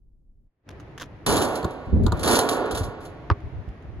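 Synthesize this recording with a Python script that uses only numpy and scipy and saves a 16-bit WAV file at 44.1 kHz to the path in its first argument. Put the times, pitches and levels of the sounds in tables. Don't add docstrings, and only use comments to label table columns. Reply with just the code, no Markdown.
import sys
import numpy as np
from scipy import signal
from scipy.fft import rfft, irfft
from scipy.io import wavfile

SR = 44100
rng = np.random.default_rng(int(sys.argv[2]) if len(sys.argv) > 2 else 0)


def store_pcm(level_fs):
    pcm = np.round(np.clip(level_fs, -1, 1) * 32767).astype(np.int16)
    wavfile.write(sys.argv[1], SR, np.atleast_2d(pcm).T)


N = 176400


def backboard():
    # start_s, shake_db, rise_s, decay_s, flex_db, rim_db
    blows = [(1.258, -21.5, 0.014, 0.07, -24.5, -37), (2.064, -36, 0.0023, 0.024, -42.5, -57),
             (2.119, -36, 0.0019, 0.075, -36, -49), (2.2, -22.5, 0.096, 0.037, -32.5, -34),
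             (2.492, -29, 0.0033, 0.11, -48, -41)]
    # frequency_hz, gain_db
    board_spectrum = [(40, -25), (100, -18.5), (170, -9.5), (280, 3.5), (450, 1), (750, -2), (1150, -8),
                      (1550, -15.5), (2000, -19), (2700, -25), (4000, -26), (5500, -40), (7000, -40.5),
                      (9000, -66.5), (12000, -72), (16000, -90.5)]
    flex_spectrum = [(25, -25), (55, -8), (110, -1), (190, -6), (300, -5), (500, -16.5), (1200, -46.5)]
    # pitch_hz, level_db, t60_s
    rim_modes = [(265.6, -5, 1.1), (419.7, 3, 1.8), (451.6, 1.5, 1.5), (714, -1, 2.2), (875, -13, 1.4),
                 (893, -12.5, 1.6), (956, -12.5, 1.8), (1112, -4.5, 1.9), (1284, -7.5, 1.1),
                 (1393, -2, 1.1), (1440, -2, 1.5), (1710, -9, 1), (1870, -18.5, 1.33), (2276, -24.5, 1.2),
                 (3450, -16, 0.85), (4730, -20, .9)]
    shake = sum(undb(db) * burst(s, rise, decay) for s, db, rise, decay, _, _ in blows)
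    flex_drive = sum(undb(db) * burst(s, rise / 2, decay / 2) for s, _, rise, decay, db, _ in blows)
    rim_drive = sum(undb(db) * burst(s, rise, decay) for s, _, rise, decay, _, db in blows)
    panel = hoop_noise() + undb(-5) * dense_modes(500, 5000, count=110) / 2
    board = colour(linger(shake, t60_s=1.44) * panel, board_spectrum)
    flex = colour(linger(flex_drive, t60_s=0.78) * noise_pair(230), flex_spectrum)
    phases = 2 * np.pi * rng.random(len(rim_modes))
    rim = sum(undb(db) * linger(rim_drive, t60) * np.sin(2 * np.pi * hz * since(0) + phase)
              for (hz, db, t60), phase in zip(rim_modes, phases))
    return undb(7) * (board + flex + rim)


def loose_metal():
    # start_s, level_db, decay_s
    clashes = [(1.263, -25, 0.091), (1.3667, -25.5, .018), (1.417, -29, 0.027), (1.554, -34, .012),
               (1.706, -52, 0.009), (1.732, -60, 0.0055), (1.851, -69, .015), (2.035, -49.5, 0.0095),
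               (2.169, -52, .02), (2.193, -40.5, 0.029), (2.23, -29, 0.061), (2.275, -26, 0.064),
               (2.31, -24, 0.056), (2.353, -22, 0.019), (2.389, -21.5, 0.0025), (2.489, -22, .005),
               (2.51, -33, 0.034), (2.656, -48, 0.01), (2.71, -34.5, 0.015), (2.748, -33, 0.018),
               (2.773, -33, 0.02), (2.833, -39, 0.014), (3.006, -54.5, 0.018), (3.032, -55.5, 0.017),
               (3.05, -46.5, 0.013)]
    # frequency_hz, gain_db
    heard_rattle_spectrum = [(300, -4), (1200, 1.5), (1900, -6), (2650, -9.5), (3400, -3), (4100, -3),
                             (4750, -6.5), (5350, -8), (6200, -9), (7100, -4.5), (7900, -17.5), (8550, -22),
                             (9300, -3.5), (9900, -5.5), (10600, -5), (11500, -8), (12700, -8),
                             (13400, -33), (16000, -43)]
    shower = np.sqrt(sum((undb(db) * burst(s, 0.003, decay)) ** 2 for s, db, decay in clashes))
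    contacts = shower * clicks(per_s=900, spread_db=1.5, decay_s=0.0021) + ticks(clashes)
    shimmer = undb(-6) * linger(shower, t60_s=0.22) * hoop_noise()
    links = undb(-8.5) * linger(contacts, t60_s=0.091) * dense_modes(2500, 13000, count=130)
    return undb(2) * colour(contacts * hoop_noise() + shimmer + links, heard_rattle_spectrum)


def bounce():
    # start_s, impulse_db, softness_s
    pulses = [(3.3016, 5, 0.000011), (3.3039, 0.5, 0.00018), (3.3047, 1, 0.00029)]
    # frequency_hz, gain_db
    crack_spectrum = [(100, -1), (350, -6), (600, -2.5), (900, -4), (1250, 4.5), (1700, 1), (2200, -18),
                      (2900, -13), (4000, -26), (5000, -18), (6500, -42), (9000, -44.5), (14000, -55)]
    reflection_spectrum = [(200, -3), (1300, 4.5), (2200, -3.5), (3500, -17), (5000, -19), (6500, -35),
                           (9000, -49), (14000, -57)]
    pushes = [(undb(db), burst(s, soft, soft)) for s, db, soft in pulses]
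    force = sum(gain * push / push.sum() for gain, push in pushes)
    reflection = undb(-25) * burst(3.310, 0.0018, 0.006) * noise_pair(3000)
    ring = undb(-20) * ball_ring(pulses[0][0])
    swells = np.array([thump(3.309 + lag_s, hz=89.3, rise_s=0.0079) for lag_s in (0, 0.002)])
    boom = undb(-8.5) * pan(-1.5) * swells
    return colour(force, crack_spectrum) + colour(reflection, reflection_spectrum) + ring + boom


def ball_ring(start_s):
    # pitch_hz, level_db, t60_s
    cavity_modes = [(334, -1.5, 0.077), (411, -6.5, 0.13), (553, -18.5, 0.13), (860, -7, 0.053),
                    (978, 1.5, 0.052), (1105, -5, 0.094), (1208, -4, 0.073), (1430, -2, 0.043),
                    (1760, -35, .07), (2770, -30, .07), (4800, -33, 0.041)]
    t = since(start_s)
    return sum(undb(db - 60 * t / t60) * np.sin(2 * np.pi * hz * t) * (-1) ** k
               for k, (hz, db, t60) in enumerate(cavity_modes))


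def thuds():
    # start_s, thump_db, knock_db, slap_db, ring_db
    impacts = [(1.628, -48, -30, -37.5, -62), (1.644, -17, -20, -31.5, -27.5),
               (2.064, -28, -23.5, -25.5, -29), (2.08, -12, -32, -47, -31.5),
               (2.120, -15, -21, -27.5, -24.5), (2.806, -16, -33, -59, -50)]
    # frequency_hz, gain_db
    knock_spectrum = [(60, -4.5), (200, 4.5), (400, -9), (700, -11.5), (1100, -6.5), (1500, -24.5),
                      (2100, -44.5), (6000, -43.5)]
    slap_spectrum = [(500, -1.5), (2500, -21.5), (3700, -2.5), (4500, -2.5), (5500, -24), (7000, -4.5),
                     (8600, -26), (10500, -14), (13000, -27.5), (16000, -33.5)]
    low = sum(undb(db) * thump(s, hz=86.33, rise_s=0.0074) for s, db, _, _, _ in impacts)
    knock_level = sum(undb(db) * burst(s, 0.007, 0.008) for s, _, db, _, _ in impacts)
    slap_level = sum(undb(db) * burst(s, 0.0013, 0.004) for s, _, _, db, _ in impacts)
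    ring = sum(undb(db) * ball_ring(s) for s, _, _, _, db in impacts)
    knock = colour(knock_level * noise_pair(2500, lead_s=0.00013), knock_spectrum)
    slap = colour(slap_level * noise_pair(4981), slap_spectrum)
    return low + ring + knock + slap


def shoes():
    # start_s, level_db, decay_s
    scuffs = [(.690, -46, 0.0024), (0.705, -52.5, 0.0094), (0.799, -51.5, 0.01), (.978, -36.5, 0.0076),
              (0.998, -39, 0.0053), (1.01, -40, 0.011), (1.018, -40, 0.014), (3.404, -69, 0.0042),
              (3.688, -62, 0.01), (3.823, -64.5, .01)]
    # frequency_hz, gain_db
    grit_spectrum = [(150, -2), (700, -2), (1600, 1), (2300, -8), (3300, -3.5), (4600, -12), (6500, -9),
                     (8500, -25), (11000, -17), (13500, -30), (16000, -30)]
    drag = sum(undb(db) * burst(s, 0.00091, decay) for s, db, decay in scuffs)
    grit = drag * clicks(per_s=1500, spread_db=3.5, decay_s=0.00049) + ticks(scuffs)
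    return undb(3) * colour(grit * noise_pair(6400), grit_spectrum)


def wind(edge_s=0.0074):
    # start_s, rumble_db, length_s, flutter_db
    gusts = [(1.867, -29.5, 0.046, -39.5), (1.922, -17, .15, -21.5), (2.091, -21.5, 0.055, -52),
             (2.169, -32.5, 0.17, -36), (2.721, -32, .18, -49), (3.434, -28.5, 0.039, -67.5),
             (3.518, -32.5, .1, -68.5), (3.673, -27.5, 0.027, -58), (3.845, -37, 0.23, -65)]
    # frequency_hz, gain_db
    rumble_spectrum = [(15, -51), (28, -28), (38, -8.5), (54, 1.5), (110, -4), (160, -18.5), (300, -39.5),
                       (1000, -83.5)]
    flutter_spectrum = [(40, -25.5), (130, 3), (230, 7), (330, -1), (500, -8), (900, -29.5), (2000, -89)]
    swells = [burst(s, edge_s, 1e3) * np.exp(-since(s + length) / edge_s) for s, _, length, _ in gusts]
    rumble = sum(undb(db) * swell for (_, db, _, _), swell in zip(gusts, swells))
    flutter = sum(undb(db) * swell for (_, _, _, db), swell in zip(gusts, swells))
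    return (rumble * colour(noise_pair(84), rumble_spectrum)
            + flutter * colour(noise_pair(400), flutter_spectrum))


def outdoors(murmur_end_s=0.47):
    # time_s, level_db
    air_levels = [(0, -111), (.63, -73.5), (.69, -42.5), (1.2, -44), (3.3, -41), (4, -44.5)]
    # frequency_hz, gain_db
    air_spectrum = [(15, -30.5), (25, -6.5), (86, -1), (135, -2), (202, -11), (309, -7.5), (543, -15.5),
                    (673, -15.5), (1420, -25), (1810, -23.5), (6900, -52), (8550, -75), (10000, -53.5),
                    (11500, -59), (15000, -83.5)]
    murmur_spectrum = [(20, 9.5), (50, -1), (100, -15), (200, -20.5), (400, -31), (800, -46.5), (2000, -67)]
    air_level = undb(np.interp(since(0), *np.array(air_levels).T))
    air = air_level * colour(noise_pair(990), air_spectrum)
    murmur_level = undb(-47) * np.exp(-since(murmur_end_s) / 0.0073)
    return air + murmur_level * colour(noise_pair(250), murmur_spectrum)


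def from_hoop(x):
    # frequency_hz, left_lead_rad
    phases = [(0, -1), (1720, 1.0), (1980, 3), (2240, 3.5), (3360, 4.5), (4480, 5.5), (6200, 0.6),
              (7410, 1), (7920, -1.5), (8870, -2.5), (11500, -8.5), (13000, -8.5), (14500, -12),
              (16000, -4.5)]
    # frequency_hz, left_minus_right_db
    balance = [(60, -0.5), (110, 1), (200, -1.5), (380, -3), (700, -5), (1290, 1), (2380, -4.5),
               (4400, -1.5), (8120, 0.5), (15000, -0.5)]
    f = np.fft.rfftfreq(N, 1 / SR)
    half = np.array([[.5], [-.5]])
    phase, db = (np.interp(f, *np.array(table).T) for table in (phases, balance))
    return irfft(rfft(x) * np.exp(1j * phase * half) * undb(db * half), N)


def hoop_noise(diffuse_gain=0.44):
    return unit(rng.standard_normal(N) + diffuse_gain * rng.standard_normal((2, N)))


def noise_pair(apart_hz, lead_s=0):
    f = np.fft.rfftfreq(N, 1 / SR)
    coherence = .94 / (1 + (f / apart_hz) ** 2)
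    mid, side = rfft(rng.standard_normal((2, N)))
    sign = np.array([[1], [-1]])
    spectra = mid * np.sqrt(1 + coherence) + sign * side * np.sqrt(1 - coherence)
    return irfft(spectra * np.exp(1j * np.pi * f * lead_s * sign), N) / np.sqrt(2)


def dense_modes(lo_hz, hi_hz, count):
    lines = np.zeros(N // 2 + 1, complex)
    place, turns = rng.random((count, 2)).T
    pitch_hz = np.minimum(lo_hz + place * (hi_hz - lo_hz), SR / 2)
    lines[(pitch_hz * N / SR).astype(int)] = np.exp(2j * np.pi * turns)
    return unit(irfft(lines, N))


def linger(level, t60_s):
    tail = undb(-120 * since(0) / t60_s)
    return np.sqrt(np.maximum(signal.fftconvolve(level ** 2, tail / tail.sum())[:N], 0))


def clicks(per_s, spread_db, decay_s):
    size = undb(spread_db * np.minimum(rng.exponential(size=N), 4))
    hits = (rng.random(N) < per_s / SR) * size
    energy = signal.lfilter([1], [1, -np.exp(-2 / (decay_s * SR))], hits ** 2 + 1e-12)
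    return unit(np.sqrt(energy))


def ticks(events):
    return sum(undb(db + 0.5) * burst(s, 0.00036, 0.00082) for s, db, _ in events)


def thump(start_s, hz, rise_s):
    t = since(start_s)
    return -(t / rise_s) ** 2 * np.exp(2 - 2 * t / rise_s) * np.sin(2 * np.pi * hz * t)


def burst(start_s, rise_s, decay_s):
    t = since(start_s)
    return np.minimum(t / rise_s, 1) * np.exp(-np.maximum(t - rise_s, 0) / decay_s)


def colour(x, points):
    hz, db = np.array(points).T
    f = np.maximum(np.fft.rfftfreq(2 * N, 1 / SR), 1)
    gain = unit(undb(np.interp(np.log(f), np.log(hz), db)))
    cepstrum = irfft(np.log(gain))
    cepstrum[1:N] *= 2
    cepstrum[N + 1:] = 0
    return irfft(rfft(x, 2 * N) * np.exp(rfft(cepstrum)))[..., :N]


def pan(db):
    return undb(np.array([[db], [-db]]) / 2)


def since(start_s):
    return np.maximum(np.arange(N) / SR - start_s, 0)


def undb(db):
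    return 10 ** (np.asarray(db) / 20)


def unit(x):
    return x / np.sqrt(np.mean(x ** 2))


def scene():
    return from_hoop(backboard() + loose_metal()) + thuds() + shoes() + bounce() + wind() + outdoors()


def record(dry):
    low_cut_hz, top_hz = 24.6, 15900
    dry = signal.sosfilt(signal.butter(2, low_cut_hz, "highpass", fs=SR, output="sos"), dry)
    return signal.sosfilt(signal.ellip(8, .2, 70, top_hz, fs=SR, output="sos"), dry)


dry = scene()
out = record(dry)
store_pcm(out)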